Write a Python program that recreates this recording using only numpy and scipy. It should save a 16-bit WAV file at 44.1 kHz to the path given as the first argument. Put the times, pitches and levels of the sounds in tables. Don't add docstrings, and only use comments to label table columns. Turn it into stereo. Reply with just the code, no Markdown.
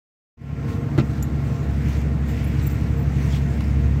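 import sys
import numpy as np
from scipy import signal
from scipy.io import wavfile

SR = 44100
rng = np.random.default_rng(int(sys.argv[2]) if len(sys.argv) > 2 else 0)


def bounce(signal):
    frames = np.transpose(np.atleast_2d(signal))
    limited = np.clip(frames, -1, 1)
    pcm = np.round(limited * 32767).astype(np.int16)
    wavfile.write(sys.argv[1], SR, pcm)


N = 176400
TIME = np.arange(N) / SR


def from_db(db):
    return 10 ** (np.asarray(db) / 20)


def rms_one(x):
    return x / np.sqrt(np.mean(x ** 2) + 1e-20)


def in_time(rows):
    return np.interp(TIME, *np.transpose(rows))


def at_hz(points, hz):
    table_hz, value = np.transpose(points)
    return np.interp(np.log(hz), np.log(table_hz), value)


def pan(db):
    return rms_one(from_db(np.array([[db], [-db]]) / 2))


def drift(rate):
    step = 40
    r = np.exp(-2 * np.pi * rate * step / SR)
    chance = rng.standard_normal(N // step + 2002)
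    slow = signal.lfilter([1], [1, -2 * r, r * r], chance)[2000:]
    return np.interp(np.arange(N) / step, np.arange(len(slow)), rms_one(slow))


def spread(mid, side, alike):
    return np.sqrt(1 + alike) * mid + np.sqrt(1 - alike) * side * [[1], [-1]]


# pitch_hz, likeness (1 = identical, 0 = unrelated)
LEFT_RIGHT_LIKENESS = [(60,0.95),(130,0.93),(290,0.84),(640,.43),(1410,-0.028),(3100,0.037),(15000,-0.063)]


def banded_noise(spectrum, flicker_db, balance):
    third_octaves = 22 * 2 ** (np.arange(25) / 3)
    edges = np.r_[third_octaves, np.arange(6500, 17000, 1000)]
    white = rng.standard_normal((2, 2, N))
    out = 0
    for k, (low, high) in enumerate(zip(edges, edges[1:])):
        band = signal.butter(3, [low, high], "band", fs=SR, output="sos")
        mid, side = signal.sosfilt(band, white[k % 2])
        hz = np.sqrt(low * high)
        alike = np.clip(at_hz(LEFT_RIGHT_LIKENESS, hz), -1, 1)
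        pan_db = 0 if balance is None else at_hz(balance, hz)
        gain = from_db(at_hz(spectrum, hz) + flicker_db * drift(13.1)) * pan(pan_db)
        out = out + gain * spread(mid, side, alike)
    return rms_one(out)


def resonant_noise(hz, width_hz, alike=0):
    r = np.exp(-np.pi * width_hz / SR)
    b, a = [1, 0, -1.08], [1, -2 * r * np.cos(2 * np.pi * hz / SR), r * r]
    once = signal.lfilter(b, a, rng.standard_normal((2, N)))
    mid, side = signal.lfilter(b, a, once)
    return rms_one(spread(mid, side, np.clip(alike, -1, 1)))


def swell(middle, length):
    return np.exp(-2 * ((TIME - middle) / length) ** 2)


def decay(start, t60):
    return (TIME >= start) * from_db(-60 * np.maximum(TIME - start, 0) / t60)


def struck(contacts, modes, scatter_db):
    out = np.zeros((2, N))
    for start_s, contact_db in contacts:
        start = int(start_s * SR)
        t = TIME[:min(SR // 2, N - start)]
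        for hz, mode_db, t60 in modes:
            alike = np.clip(at_hz(LEFT_RIGHT_LIKENESS, hz), -1, 1)
            lag = np.arccos(alike) / 2 * rng.choice([-1, 1])
            chance_db = scatter_db * rng.standard_normal()
            level = from_db(contact_db + mode_db + chance_db - 60 * t / t60)
            out[:, start:start + len(t)] += level * np.sin(2 * np.pi * hz * t + [[lag], [-lag]])
    return out


# time_s, firing_rate_hz
FIRING_RATE = [(0.5,70.48),(1.1,70.41),(1.8,69.65),(2.5,69.4),(4.0,69.28)]
# multiple of the four-stroke cycle rate, level_db (before the swing of the boom)
ENGINE_ORDERS = [(7,-40.5),(8,-43),(9,-33),(10,-32.5),(11,-43.5),(12,-28.5),(13,-36.5),(14,-41.5),(15,-49.5),(16,-43.5),(17,-44),(18,-43),(19,-45),(20,-37),(21,-52),(22,-44.5),(23,-50.5),(24,-48.5),(25,-50.5),(26,-44),(27,-49),(30,-59),(34,-53)]
CYLINDERS = 6
BOOM_WAVER_DB, BOOM_WAVER_PER_S = 1.64, 1.7
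ORDER_WAVER, ORDER_WAVER_PER_S = 0.33, 1.61
ORDERS_FOLLOW, ORDERS_FOLLOW_UP_TO = 0.35, 14


def engine(boom_db):
    cycle = 2 * np.pi * np.cumsum(in_time(FIRING_RATE)) / SR / CYLINDERS
    boom_level = from_db(boom_db + BOOM_WAVER_DB * drift(BOOM_WAVER_PER_S))
    boom = np.sqrt(2) * boom_level * np.sin(CYLINDERS * cycle)
    effort_db = ORDERS_FOLLOW * (boom_db - boom_db.mean())
    orders = 0
    for multiple, db in ENGINE_ORDERS:
        phase = multiple * cycle + rng.uniform(0, 2 * np.pi)
        chance = drift(ORDER_WAVER_PER_S) * np.sin(phase) + drift(ORDER_WAVER_PER_S) * np.cos(phase)
        gain = from_db(db + effort_db * (multiple <= ORDERS_FOLLOW_UP_TO))
        orders = orders + gain * rms_one(np.sin(phase) + ORDER_WAVER * chance)
    return boom * pan(0.64) + orders


# time_s, level_db (before CLOTH_DB and the grain)
BRUSH_STROKES = [(0.4,-52),(0.63,-81),(0.69,-47),(0.76,-51.5),(0.82,-70),(1.08,-55.5),(1.17,-51),(1.3,-63),(1.47,-52),(1.62,-55),(1.78,-55.5),(1.89,-45.5),(2.0,-49.5),(2.08,-60),(2.24,-62),(2.3,-47),(2.5,-51.5),(2.67,-48),(2.85,-51.5),(3.04,-61),(3.2,-46),(3.29,-46),(3.36,-42.5),(3.41,-52),(3.62,-50.5),(3.8,-55.5),(4.0,-59)]
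# pitch_hz, relative level_db per Hz
CLOTH_COLOUR = [(500,-28),(1200,3.5),(2200,8.5),(3400,-1.5),(5500,-0.5),(7000,-2.5),(8000,-4.5),(9400,-16.5),(12500,-9.5),(15800,-14)]
# middle_s, length_s, level_db
FIRM_RUBS = [(3.343,0.049,-42)]
CLOTH_DB, CLOTH_PAN_DB = 2.5, -4.5
CLOTH_GRAIN_DB, CLOTH_GRAIN_PER_S = 1.4, 120
RASP_HZ, RASP_WIDTH_HZ, RASP_PAN_DB = 3350, 850, -3


def cloth():
    level = from_db(CLOTH_DB + in_time(BRUSH_STROKES) + CLOTH_GRAIN_DB * drift(CLOTH_GRAIN_PER_S))
    swish = level * banded_noise(CLOTH_COLOUR, flicker_db=2.7, balance=None)
    rub = sum(from_db(db) * swell(middle, length) for middle, length, db in FIRM_RUBS)
    rasp = rub * resonant_noise(RASP_HZ, RASP_WIDTH_HZ)
    return swish * pan(CLOTH_PAN_DB) + rasp * pan(RASP_PAN_DB)


# middle_s, length_s, level_db (of the high tone), pan_db (left minus right)
THIN_SQUEAKS = [(2.303,0.039,-50,-9),(2.477,.018,-50,-3),(2.532,.012,-54,-7),(2.637,0.019,-48,3.5),(2.672,0.011,-36.5,-11),(2.718,.04,-48,-8),(2.98,.012,-52,-10),(2.998,0.014,-54,-15),(3.028,.01,-51,-12)]
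SQUEAK_HZ, SQUEAK_LOW_HZ, SQUEAK_WIDTH_HZ = 14620, 7526, 320
SQUEAK_LOW_DB = -7


def squeaks():
    high = resonant_noise(SQUEAK_HZ, SQUEAK_WIDTH_HZ)
    low = from_db(SQUEAK_LOW_DB) * resonant_noise(SQUEAK_LOW_HZ, SQUEAK_WIDTH_HZ)
    level = sum(from_db(db) * swell(middle, length) * pan(pan_db)
                for middle, length, db, pan_db in THIN_SQUEAKS)
    return (high + low) * level


# start_s, level_db (added to each mode)
SEAT_THUD = [(0.980,0.5)]
# pitch_hz, level_db, t60_s
SEAT_MODES = [(95.4,-15,0.24),(128.8,-7.5,0.18),(162.4,-18,0.13),(216,-17,0.21),(268,-13,0.12)]
# start_s, level_db (added to each mode and to the crack)
FITTING_CONTACTS = [(0.979,-3.5),(0.9845,-0.5),(0.988,-3.5),(0.9971,-3),(1.004,-13.5)]
# pitch_hz, level_db, t60_s
FITTING_MODES = [(344.6,-21.5,0.084),(390,-23.5,0.061),(496,-30,0.054),(610,-37,0.047),(1042,-36,0.12),(1230,-32,0.11),(1357,-29,0.14),(1740,-46,0.041),(2000,-41,0.054),(2840,-48,.05),(3000,-41,0.044),(3780,-46,0.039)]
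# pitch_hz, relative level_db per Hz
CRACK_COLOUR = [(100,-11),(350,1),(700,-4),(1400,-14),(2500,-8.5),(4000,-21.5),(7500,-28),(9500,-55),(15000,-44)]
CRACK_DB, CRACK_T60_S, KNOCK_PAN_DB = -26.5, 0.066, -1.5
THUD_RISE_S = 0.0056
SCATTER_DB = 2.0


def knock():
    rise = np.clip((TIME - SEAT_THUD[0][0]) / THUD_RISE_S, 0, 1)
    thud = struck(SEAT_THUD, SEAT_MODES, SCATTER_DB) * rise
    crack_level = sum(from_db(db) * decay(start, CRACK_T60_S) for start, db in FITTING_CONTACTS)
    crack = crack_level * banded_noise(CRACK_COLOUR, flicker_db=3.0, balance=None)
    chatter = struck(FITTING_CONTACTS, FITTING_MODES, SCATTER_DB)
    return (thud + chatter + from_db(CRACK_DB) * crack) * pan(KNOCK_PAN_DB)


# start_s, level_db (added to each mode)
METAL_CONTACTS = [(1.2262,3),(1.229,-1)]
# pitch_hz, level_db, t60_s
METAL_MODES = [(5870,-42,0.035),(7070,-47,0.046),(6970,-35.5,.053),(7420,-40,0.06),(10000,-52,.04),(12540,-39.5,0.063)]
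# start_s, level_db, centre_hz, width_hz
DRY_TICKS = [(1.2262,-36.5,7200,1800),(1.226,-42,13400,4000),(2.4427,-40,11300,3500),(2.449,-45,10500,4500),(2.6664,-47,9400,7000),(3.607,-39,3492,5000),(3.607,-28,600,900)]
CLINK_PAN_DB, TICK_PAN_DB, TICK_T60_S = -10, -2.5, 0.029


def rattles():
    clink = struck(METAL_CONTACTS, METAL_MODES, SCATTER_DB)
    ticks = sum(from_db(db) * decay(start, TICK_T60_S) * resonant_noise(hz, width)
                for start, db, hz, width in DRY_TICKS)
    return clink * pan(CLINK_PAN_DB) + ticks * pan(TICK_PAN_DB)


# pitch_hz, width_hz, start_level_db, end_level_db
DRIVELINE_WHINES = [(461.4,17.3,-43,-47),(679,22,-51.5,-50.5),(1066.6,17.6,-49.5,-65.5),(1368,29,-53,-59),(1867,45,-62,-57)]


def whines():
    return sum(from_db(np.linspace(first_db, last_db, N))
               * resonant_noise(hz, width, at_hz(LEFT_RIGHT_LIKENESS, hz))
               for hz, width, first_db, last_db in DRIVELINE_WHINES)


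# pitch_hz, relative level_db per Hz
ROAD_COLOUR = [(25,-17),(40,-19.5),(60,-1),(85,-2),(115,0),(150,-3),(200,-7),(280,-14),(360,-15.5),(460,-18),(560,-23),(700,-22),(1000,-26),(1900,-28),(2500,-35.5),(3300,-41.5),(5000,-44),(7000,-46),(8000,-48.5),(9400,-61.5),(13500,-51),(15800,-61)]
# pitch_hz, left_minus_right_db
ROAD_BALANCE = [(60,2.2),(130,0.5),(500,4.8),(1200,-2.5),(3000,-2),(12000,-2.5)]
ROAD_DB, ROAD_FLICKER_DB = -28.5, 1.2
ROAD_FOLLOWS = 0.033


def road(boom_db):
    level = from_db(ROAD_DB + ROAD_FOLLOWS * (boom_db - boom_db.mean()))
    return level * banded_noise(ROAD_COLOUR, ROAD_FLICKER_DB, ROAD_BALANCE)


# time_s, level_db
AIR_LEVEL = [(0.5,-45.5),(0.75,-55.5),(1.3,-55.5),(1.95,-46),(2.15,-54),(2.4,-42.5),(2.65,-45),(3.0,-50),(3.55,-47.5),(4.0,-48.5)]
RUSH_HZ, RUSH_WIDTH_HZ = 2090, 1130


def rush():
    return from_db(in_time(AIR_LEVEL)) * resonant_noise(RUSH_HZ, RUSH_WIDTH_HZ, alike=-0.16) * pan(-1.7)


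# time_s, level_db (before its waver)
BOOM_LEVEL = [(0.4,-25),(0.7,-32.5),(1.4,-29.5),(1.9,-26),(2.4,-25),(2.8,-26),(3.3,-22),(3.6,-25),(3.82,-20),(4.0,-25)]


def scene():
    boom_db = in_time(BOOM_LEVEL)
    driving = engine(boom_db) + whines() + road(boom_db) + rush()
    return driving + cloth() + squeaks() + knock() + rattles()


# time_s, level_db
OPENING_FADE = [(0.362,-100),(0.374,-25.5),(0.405,-18.5),(0.42,-12.5),(0.49,-6.5),(0.57,-3.5),(0.65,1)]
LOW_CUT_HZ, CUTOFF_HZ = 53, 15900


def record(dry):
    low_cut = signal.butter(3, LOW_CUT_HZ, "high", fs=SR, output="sos")
    thinned = signal.sosfilt(low_cut, dry)
    opened = thinned * from_db(in_time(OPENING_FADE)) * (TIME > OPENING_FADE[0][0])
    top_cut = signal.ellip(12, .1, 90, CUTOFF_HZ, fs=SR, output="sos")
    return signal.sosfilt(top_cut, opened)


dry = scene()
out = record(dry)
bounce(out)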